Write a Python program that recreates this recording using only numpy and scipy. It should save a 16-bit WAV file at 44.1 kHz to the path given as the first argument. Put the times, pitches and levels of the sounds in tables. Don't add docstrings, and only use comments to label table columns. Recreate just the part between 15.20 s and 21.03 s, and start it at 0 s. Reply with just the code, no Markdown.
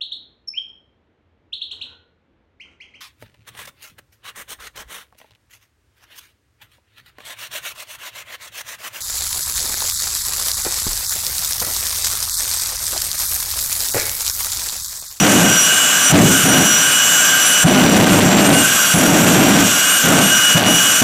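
import sys
import numpy as np
from scipy.fft import rfft, irfft, next_fast_len
from scipy.io import wavfile
from scipy.ndimage import uniform_filter1d, minimum_filter1d, map_coordinates

SR = 44100
rng = np.random.default_rng(int(sys.argv[2]) if len(sys.argv) > 2 else 0)


def unload_audio(sound):
    columns = np.transpose(np.atleast_2d(sound))
    steps = np.round(np.clip(columns, -1, 1) * 32767)
    wavfile.write(sys.argv[1], SR, steps.astype(np.int16))


N = 257103

# time_s, speed_turns_per_s
SHAFT_SPEED = [(0.0, 243.9), (0.21, 241.7), (0.69, 244.2), (1.23, 244.5), (1.35, 242.7), (1.56, 244.0),
               (2.43, 245.4), (3.0, 240.1), (3.39, 238.0), (3.72, 240.1), (4.11, 239.9), (4.44, 238.9),
               (4.83, 241.6), (4.98, 240.3), (5.16, 242.5), (5.34, 243.2), (5.46, 242.1), (5.82, 244.6)]

# frequency_hz, density_db
RUSH_SPECTRUM = [(500, -43), (950, -6.5), (1130, 1), (1400, 1.5), (1750, 0), (1950, -2.5), (2200, 0),
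                 (2550, 3.5), (3300, 3.5), (3750, -2), (4400, -5), (5400, -4.5), (7000, -10.5)]
HISS_SPECTRUM = [(4000, -46), (5300, -5), (6000, 3), (7100, 3.5), (7900, 1.5), (8600, -3.5), (9200, -12),
                 (10500, -44)]
FIZZ_SPECTRUM = [(7000, -2), (8800, 4), (9450, -43.5), (10100, 1), (11200, 10), (12100, 4), (12700, 4),
                 (15200, 4), (17000, 8.5)]
ROAR_SPECTRUM = [(15, -47), (28, -35), (68, -29.5), (108, -7), (138, -8), (160, -2.5), (200, 0.5),
                 (225, -3.5), (280, -0.5), (325, -6.5), (400, -11.5), (520, -17.5), (900, -39.5)]
TEAR_SPECTRUM = [(250, -41), (420, -3), (520, -1.5), (620, 4), (680, 1), (750, 3), (850, -3), (1050, -5.5),
                 (1400, -6), (2600, -10.5), (3400, -19), (4800, -28.5), (12000, -60)]
CRACKLE_SPECTRUM = [(600, -13), (1100, 1.5), (2100, 5), (3200, 5), (4800, 0), (12000, -30)]

# shaft_multiple, half_width_hz, level_db
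HOWL_TONES = [(4.65, 70, -10.5), (5.45, 120, -7.5), (5.92, 7.5, -3), (6.2, 55, -4.5), (6.42, 24, 0.5),
              (6.68, 61, -3)]
# time_s, level_db
HOWL_CURVE = [(0.0, -20), (0.6, -17.5), (0.78, -16.0), (1.05, -24), (1.11, -16.5), (1.41, -18.5),
              (2.46, -16.5), (3.06, -18.5), (3.15, -19.5), (3.6, -16), (4.14, -18.5), (5.37, -16.5),
              (5.67, -18), (5.82, -17.5)]
HOWL_DB, RUSH_DB, HISS_DB, FIZZ_DB = -3, -18, -19, -22.5

# time_s, level_db
FRONT_CURVE = [(0.0, -26), (0.15, -26), (0.6, -19.5), (0.81, -26), (1.3, -23.5), (1.92, -19.5),
               (2.22, -24.5), (2.37, -19), (2.97, -26), (3.38, -19), (3.54, -29), (3.84, -26), (4.29, -30),
               (4.68, -21), (4.92, -26.5), (5.28, -15.5), (5.55, -15), (5.82, -24)]
FRONT_OCTAVE_CURVE = [(0.0, -17), (0.15, -33), (0.41, -13.5), (0.62, -39), (0.88, -17), (0.99, -33),
                      (1.22, -23), (1.56, -16), (1.74, -25), (2.67, -20), (2.94, -30), (3.15, -21),
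                      (3.27, -33), (3.66, -23.5), (4.3, -25), (4.7, -27), (4.95, -30), (5.1, -21.5)]
REAR_CURVE = [(0.0, -33), (0.54, -23), (1.02, -25.5), (1.17, -23), (1.32, -39), (1.47, -25.0), (1.53, -25),
              (1.92, -19.5), (3.0, -27), (3.12, -16.5), (3.36, -28), (3.42, -23.0), (3.51, -26.5),
              (5.82, -30)]
FRONT_BLADES, REAR_BLADES = 12, 31
OVERTONE_ORDERS = (19, 33, 34, 36, 43, 45, 48, 55, 60)
OVERTONE_LEVELS = (-47, -37.5, -48, -29, -34, -42, -34.5, -43, -50)
# time_s, level_db
TREBLE_CURVE = [(0, -0.5), (0.76, -0.3), (1, -1.5), (1.16, 2), (1.4, 0), (1.72, -1), (2.16, 0), (2.44, 0),
                (3.4, 1), (3.68, 3), (4.32, -1.5), (4.68, 1.5), (5.2, -0.3), (5.82, 0.5)]

# start_s, flare_up_s, fuel_on_s, roar_db, tear_db, bang_db
BURSTS = [(0.0, 0.0068, 0.22, -10.5, -14, -20), (0.89, 0.018, 0.03, -16, -15, -28),
          (0.924, 0.0068, 0.017, -1.5, -7, 5), (0.975, 0.014, 0.038, -5.5, -20, -27),
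          (1.235, 0.046, 0.1, -8.5, -12, -12), (2.443, 0.012, 0.865, -7, -11.5, 6),
          (3.738, 0.015, 0.64, -10, -15, -9), (4.836, 0.039, 0.12, -9, -11.5, -17),
          (5.347, 0.029, 0.078, -8.5, -9.5, -5), (5.814, 0.012, 0.1, -1, -7.5, -12)]
# delay_s, level_db
BANG_ARRIVALS = [(0, 3), (0.006, 6), (0.017, 2.5)]
ROAR_FADE_DB_PER_S, TEAR_FADE_DB_PER_S = 92, 120
IDLE_ROAR_DB, IDLE_TEAR_DB = -32, -28.5
GUST_DB, GUST_KNOTS_PER_S = 1.34, 16

TOP_HZ = 15400


def amp(db):
    return 10 ** (np.asarray(db) / 20)


def unit(x):
    return x / np.sqrt(np.mean(x ** 2) + 1e-20)


def curves(rows):
    time_s, *columns = np.transpose(rows)
    return [np.interp(np.arange(N) / SR, time_s, column) for column in columns]


def wobble(knots_per_s):
    knots = rng.standard_normal(int(N * knots_per_s / SR) + 4)
    coarse = np.arange(0, N + 32, 32)
    values = map_coordinates(knots, [coarse * knots_per_s / SR], mode="nearest")
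    return np.interp(np.arange(N), coarse, values)


def filtered(x, response):
    size = next_fast_len(N + 8192)
    hz = np.fft.rfftfreq(size, 1 / SR)
    return irfft(rfft(x, size) * response(hz), size)[:N]


def coloured(x, spectrum):
    points_hz, db = np.transpose(spectrum)
    return unit(filtered(x, lambda hz: amp(np.interp(np.log(hz + 1), np.log(points_hz), db))))


def noise(spectrum):
    return coloured(rng.standard_normal(N), spectrum)


def hoarse(phase, width_hz):
    def drift():
        return filtered(rng.standard_normal(N), lambda hz: 1 / (1 + (hz / width_hz) ** 2))
    return unit(drift() * np.cos(phase) + drift() * np.sin(phase))


def blade_tone(phase, scatter, width_hz):
    line = np.sqrt(2) * np.sin(phase + rng.uniform(0, 2 * np.pi))
    return line + scatter * hoarse(phase, width_hz)


def airflow(shaft, surge_db=0.82):
    level_db, = curves(HOWL_CURVE)
    treble_db, = curves(TREBLE_CURVE)
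    howl = np.zeros(N)
    for multiple, width_hz, db in HOWL_TONES:
        howl += amp(db + 1.76 * wobble(14)) * hoarse(multiple * shaft, width_hz)
    rush = amp(RUSH_DB) * noise(RUSH_SPECTRUM)
    hiss = amp(HISS_DB) * noise(HISS_SPECTRUM)
    fizz = amp(FIZZ_DB + treble_db) * noise(FIZZ_SPECTRUM)
    surge = amp(surge_db * wobble(6))
    flutter = amp(.35 * wobble(60))
    return amp(HOWL_DB + level_db) * unit(howl) + flutter * (rush + surge * (hiss + fizz))


def compressor(shaft, flutter_db=1.3, wander_db=3.5, treble_swing=1.3):
    out = np.zeros(N)
    rows = (
        (FRONT_BLADES, FRONT_CURVE),
        (2 * FRONT_BLADES, FRONT_OCTAVE_CURVE),
        (REAR_BLADES, REAR_CURVE),
    )
    for order, curve in rows:
        level_db, = curves(curve)
        gain = amp(level_db + flutter_db * wobble(28))
        out += gain * blade_tone(order * shaft, scatter=0.26, width_hz=23)
    treble_db, = curves(TREBLE_CURVE)
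    for order, db in zip(OVERTONE_ORDERS, OVERTONE_LEVELS):
        gain = amp(db + treble_swing * treble_db + wander_db * wobble(9))
        out += gain * blade_tone(order * shaft, scatter=0.73, width_hz=21)
    return out


def ignitions(thump_hz=150, life_s=0.0054, crack_db=-17, crack_life_s=0.0051):
    out = np.zeros(N)
    crack = noise(TEAR_SPECTRUM)
    for start_s, *_, bang_db in BURSTS:
        for delay_s, path_db in BANG_ARRIVALS:
            first = int(np.clip((start_s + delay_s) * SR, 0, N - 1))
            span = slice(first, min(first + SR // 10, N))
            t = np.arange(span.stop - first) / SR
            swell = t / life_s * np.exp(1 - t / life_s)
            thump = .5 * swell * np.sin(2 * np.pi * thump_hz * t)
            snap = amp(crack_db) * np.exp(-t / crack_life_s) * crack[span]
            out[span] += amp(bang_db + path_db) * (thump + snap)
    return out


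def burn(start_s, flare_s, fuel_on_s, fade_db_per_s):
    t = np.maximum(np.arange(N) / SR - start_s, 0)
    flare = 1 - np.exp(-t / flare_s)
    return flare * amp(-fade_db_per_s * np.maximum(t - fuel_on_s, 0))


def flame():
    roar_power = amp(IDLE_ROAR_DB) ** 2
    tear_power = amp(IDLE_TEAR_DB) ** 2
    gust = amp(GUST_DB * wobble(GUST_KNOTS_PER_S))
    for start_s, flare_s, fuel_on_s, roar_db, tear_db, _ in BURSTS:
        roar_burn = burn(start_s, flare_s, fuel_on_s, ROAR_FADE_DB_PER_S)
        tear_burn = burn(start_s, flare_s, fuel_on_s, TEAR_FADE_DB_PER_S)
        roar_power = roar_power + (amp(roar_db) * gust * roar_burn) ** 2
        tear_power = tear_power + (amp(tear_db) * gust * tear_burn) ** 2
    return np.sqrt(roar_power), np.sqrt(tear_power)


def afterburner(flicker_db=1.8, crackle_rate=380, steepening_db=6.0):
    roar_gain, tear_gain = flame()
    swing = unit(noise(ROAR_SPECTRUM) * amp(flicker_db * wobble(35)))
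    roar = unit(np.tanh(.6 * swing))
    crest = amp(2.5 * np.clip(swing, -2, 2))
    tear = coloured(crest * rng.standard_normal(N), TEAR_SPECTRUM)
    struck = rng.random(N) < crackle_rate / SR * crest
    shocks = unit(struck * rng.standard_normal(N))
    crackle = tear_gain ** 2 * amp(steepening_db) * coloured(shocks, CRACKLE_SPECTRUM)
    return roar_gain * roar + tear_gain * tear + crackle


def scene():
    speed, = curves(SHAFT_SPEED)
    shaft = 2 * np.pi * np.cumsum(speed + 0.0456 * wobble(18)) / SR
    mono = airflow(shaft) + compressor(shaft) + ignitions() + afterburner()
    return np.array([mono, mono])


def limiter(x, ceiling, recovery_db_per_s, ahead_s, ramp_s):
    over_db = 20 * np.log10(np.maximum(np.abs(x).max(axis=0) / ceiling, 1))
    climb_db = recovery_db_per_s * np.arange(N) / SR
    cut_db = np.maximum.accumulate(over_db + climb_db) - climb_db
    span = max(int(ahead_s * SR), 1)
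    gain = minimum_filter1d(amp(-cut_db), span, origin=-(span // 2))
    return x * uniform_filter1d(gain, max(int(ramp_s * SR), 1))


def record(dry):
    held = limiter(dry, ceiling=0.88, recovery_db_per_s=550, ahead_s=0.0059, ramp_s=.001)
    knee = 8
    rounded = held / (1 + np.abs(held / .75) ** knee) ** (1 / knee)
    return np.array([filtered(side, lambda hz: hz < TOP_HZ) for side in rounded])


dry = scene()
out = record(dry)
unload_audio(out)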